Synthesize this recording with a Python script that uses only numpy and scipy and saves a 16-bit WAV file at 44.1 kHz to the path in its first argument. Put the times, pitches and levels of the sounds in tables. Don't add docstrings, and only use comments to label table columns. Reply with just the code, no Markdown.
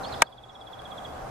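import sys
import numpy as np
from scipy import signal
from scipy.io import wavfile

SR = 44100
rng = np.random.default_rng(int(sys.argv[2]) if len(sys.argv) > 2 else 0)


def transcribe(signal):
    frames = np.atleast_2d(signal).T
    limited = np.clip(frames, -1, 1)
    pcm = np.round(limited * 32767).astype(np.int16)
    wavfile.write(sys.argv[1], SR, pcm)


N = 57330
TIME = np.arange(N) / SR


# t/s, length/s, level/dB, strain/0-1
CHIRPS = [(.030, .028, -2, 1), (.121, .029, -1, 1), (.206, .023, -2, .2), (.2615, .0235, -1, 0),
          (.3165, .023, -1, 0), (.373, .0225, -1, 0), (.429, .0225, 0, 0), (.4875, .024, -.5, 0),
          (.545, .023, 0, 0), (.604, .0225, 0, 0), (.663, .024, -.5, 0), (.724, .024, 0, 0),
          (.784, .02, 0, 0), (.846, .022, 0, 0), (.909, .024, 0, 0), (.9725, .021, 0, 0),
          (1.0425, .022, 0, 0)]

def thrush():
    held_hz, sag_hz_per_s = 3365, 60
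    attack_s, release_s, fade_db_per_s = .009, .007, 340
    out, jitter, flutter = 0, drift(400), drift(300)
    for start, length, db, strain in CHIRPS:
        t = np.clip(TIME - start, 0, 2 * length)
        slide_hz, slide_s = 740 + 500 * strain, .0145 + .012 * strain
        jitter_hz, flutter_db, loss_db = 25 + 100 * strain, 1 + 3 * strain, 7.5 * strain
        slide = np.maximum(1 - t / slide_s, 0) ** 2
        hz = held_hz - sag_hz_per_s * start + slide_hz * slide + jitter_hz * jitter
        gate = np.minimum(t / attack_s, 1) * ramp((length - t) / release_s + .5)
        level = from_db(db - fade_db_per_s * t * (1 - strain) + flutter_db * flutter - loss_db)
        out += gate * level * sine(hz)
    return from_db(-29.5) * out


def over_grass(x):
    notch_hz, width_hz = 3660, 330
    return signal.lfilter(*signal.iirnotch(notch_hz, notch_hz / width_hz, fs=SR), x + 1e-18)


# t/s, level/dB
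CONTACTS = [(.2208, 1), (.2252, -13)]
# f/Hz, level/dB, t60/s, left minus right/dB
BODY_MODES = [(130.4, -31, 0.0304, 6.5), (298, -23, 0.032, 8.5), (504, -16.5, .028, 10),
              (633, -13, .03, 10.5), (920, -8.5, .028, 7.5), (1230, -10.5, 0.033, 6),
              (1594, -10.5, 0.035, 2.5), (1882, -8, .02, 4), (2196, -3, 0.016, 3.5), (2478, -4.5, 0.013, 5),
              (2887, -11, 0.013, 3), (3560, -14.5, 0.013, 4), (4356, -15, .013, 1.5),
              (5930, -15.5, .012, -1.5), (7450, -12.5, 0.015, 4)]

def knock():
    low_cut_hz, right_lead_s = 86, .00007
    clicks = np.zeros(N)
    for start, db in CONTACTS:
        clicks[int(start * SR)] = from_db(db)
    body = sum((-1) ** k * from_db(db) * pan(pan_db) * ring(clicks, hz, t60)
               for k, (hz, db, t60, pan_db) in enumerate(BODY_MODES))
    left, right = butter(body, low_cut_hz, "high")
    return np.array([left, np.interp(TIME + right_lead_s, TIME, right)])


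# f/Hz, relative density/dB
CRACK_SPECTRUM = [(250, -14.5), (600, -4), (2200, 6.5), (4000, -10), (7500, -3.5), (11000, -13.5),
                  (15000, -16.5)]

def crack():
    start_s, hold_s = .2197, .0032
    envelope = (TIME > start_s) * decay(start_s + hold_s, t60_s=.013)
    return pan(2.5) * from_db(-10) * envelope * banded_noise(CRACK_SPECTRUM, flicker_db=0)


# t/s, length/s, level/dB, start f/Hz, middle f/Hz, end f/Hz
WHISTLES = [(0.035, 0.065, -46, 4330, 4520, 5810), (.132, .056, -54.5, 4914, 5170, 4520),
            (0.235, 0.055, -51, 4330, 4600, 5660), (0.513, .13, -59.5, 5520, 5410, 4330),
            (1.049, 0.053, -60.5, 4630, 4720, 4650)]

def far_bird():
    edge_s, flutter_db = .0136, 2.5
    out, waver_hz = 0, 55 * drift(300)
    for start, length, db, *arc_hz in WHISTLES:
        t = np.clip(TIME - start, 0, length)
        parabola = np.polyfit([0, .5, 1], arc_hz, 2)
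        hz = np.polyval(parabola, t / length) + waver_hz
        gate = ramp(t / edge_s) * ramp((length - t) / edge_s)
        out += from_db(db) * gate * sine(hz)
    return out * from_db(flutter_db * drift(140))


def scatter(x):
    build_s = .03
    tail = rng.standard_normal((2, N)) * ramp(TIME / build_s) * decay(0, t60_s=.81)
    tail /= np.sqrt(np.sum(tail ** 2, axis=1, keepdims=True))
    return signal.fftconvolve(x[None], tail, axes=1)[:, :N]


def tick():
    start_s, band_hz = .819, (1300, 6500)
    noise = rms_one(butter(rng.standard_normal((2, N)), band_hz, "band"))
    return from_db(-42) * noise * (TIME > start_s) * decay(start_s, t60_s=.018)


# f/Hz, relative density/dB
ROAR_SPECTRUM = [(30, -25), (100, -7.5), (200, -7.5), (380, -9), (520, -1.5), (720, -0.5), (950, -5.5),
                 (1250, -6), (1700, -18), (2400, -24), (4000, -29), (7000, -31), (10000, -35.5),
                 (14000, -41)]
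# t/s, level/dB
ROAR_LEVEL = [(0, -36), (.2, -35.5), (.4, -38), (.7, -37), (.95, -34.5), (1.3, -37)]
# f/Hz, left minus right/dB
ROAR_PAN = [(60, 3), (700, 0.5), (1300, -2.5), (2400, -0.5), (5000, 0), (14000, 1.5)]
# f/Hz, width/Hz, level/dB
DRONES = [(60.2, 5.9, -60), (121.3, 4.8, -48.5), (772, 24, -44)]

def traffic():
    drones = 0
    for hz, width_hz, db in DRONES:
        t60_s = np.log(1000) / (np.pi * width_hz)
        drones += from_db(db) * rms_one(ring(rng.standard_normal(2 * N), hz, t60_s)[N:])
    roar = banded_noise(ROAR_SPECTRUM, flicker_db=1.46, balance=ROAR_PAN)
    return gain_curve(ROAR_LEVEL) * roar + drones


# f/Hz, relative density/dB
WIND_SPECTRUM = [(20, -8), (30, -5), (40, -2), (70, 0.5), (120, -22.5), (300, -12), (1000, -44.5)]
# t/s, level/dB
WIND_LEVEL = [(0, -45), (.2, -52.5), (.4, -49.5), (.9, -50.5), (1.2, -44.5), (1.3, -46)]

def wind():
    return gain_curve(WIND_LEVEL) * banded_noise(WIND_SPECTRUM, flicker_db=5)


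# f/Hz, left-right correlation/0-1
CORRELATION = [(60, 0.97), (120, .88), (290, .3), (700, 0.14), (1400, 0.22), (3000, 0.25), (6800, 0.088),
               (14000, .05)]

def banded_noise(spectrum, flicker_db, balance=None):
    edges_hz = 20 * 2 ** np.arange(0, 9.9, 1 / 3)
    out, white = 0, rng.standard_normal((2, 2, N + SR // 4))
    for k, (low, high) in enumerate(zip(edges_hz, edges_hz[1:])):
        mid, side = butter(white[k % 2], [low, high], "band")[:, -N:]
        hz = np.sqrt(low * high)
        alike = at_hz(CORRELATION, hz)
        band = np.sqrt(1 + alike) * mid + np.sqrt(1 - alike) * side * [[1], [-1]]
        gain = from_db(at_hz(spectrum, hz) + flicker_db * drift(12))
        out += gain * pan(at_hz(balance, hz) if balance else 0) * band
    return rms_one(out)


def from_db(db):
    return 10 ** (np.asarray(db) / 20)


def rms_one(x):
    return x / np.sqrt(np.mean(x ** 2) + 1e-20)


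def gain_curve(rows):
    return from_db(np.interp(TIME, *np.transpose(rows)))


def at_hz(rows, hz):
    points_hz, values = np.transpose(rows)
    return np.interp(np.log(hz), np.log(points_hz), values)


def pan(db):
    return from_db([[db / 2], [-db / 2]])


def ramp(x):
    return np.sin(np.pi / 2 * np.clip(x, 0, 1)) ** 2


def decay(start_s, t60_s):
    return from_db(-60 * np.maximum(TIME - start_s, 0) / t60_s)


def sine(hz):
    return np.sin(2 * np.pi * np.cumsum(hz) / SR)


def butter(x, hz, kind):
    return signal.sosfilt(signal.butter(2, hz, kind, fs=SR, output="sos"), x)


def drift(rate_hz):
    r = np.exp(-2 * np.pi * rate_hz / SR)
    return rms_one(signal.lfilter([1], [1, -2 * r, r * r], rng.standard_normal(2 * N))[N:])


def ring(x, hz, t60_s):
    r, w = np.exp(-np.log(1000) / (t60_s * SR)), 2 * np.pi * hz / SR
    return signal.lfilter([0, np.sin(w)], [1, -2 * r * np.cos(w), r * r], x + 1e-18)


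def scene():
    rattle, whistles = thrush(), far_bird()
    birds = pan(-6) * over_grass(rattle) + pan(-.5) * whistles
    echoes = scatter(from_db(-11) * rattle + from_db(-2.5) * whistles)
    return birds + echoes + knock() + crack() + tick() + traffic() + wind()


def record(dry):
    threshold_db, attack_s, hold_s, recover_db_per_s = -14.5, .016, .077, 13
    cutoff_hz = 16000
    clipped = np.clip(dry, -1, 1)
    peak_db = 20 * np.log10(np.abs(clipped).max(axis=0) + 1e-9)
    over_db = np.maximum(peak_db - threshold_db, 0)
    recovery_db = recover_db_per_s * TIME
    released_db = np.maximum.accumulate(over_db + recovery_db) - recovery_db
    held_db = np.minimum(np.maximum.accumulate(over_db), released_db + recover_db_per_s * hold_s)
    r = np.exp(-1 / (attack_s * SR))
    duck_db = signal.lfilter([1 - r], [1, -r], held_db)
    lowpass = signal.cheby2(12, 70, cutoff_hz, fs=SR, output="sos")
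    return signal.sosfilt(lowpass, clipped * from_db(-duck_db))


dry = scene()
out = record(dry)
transcribe(out)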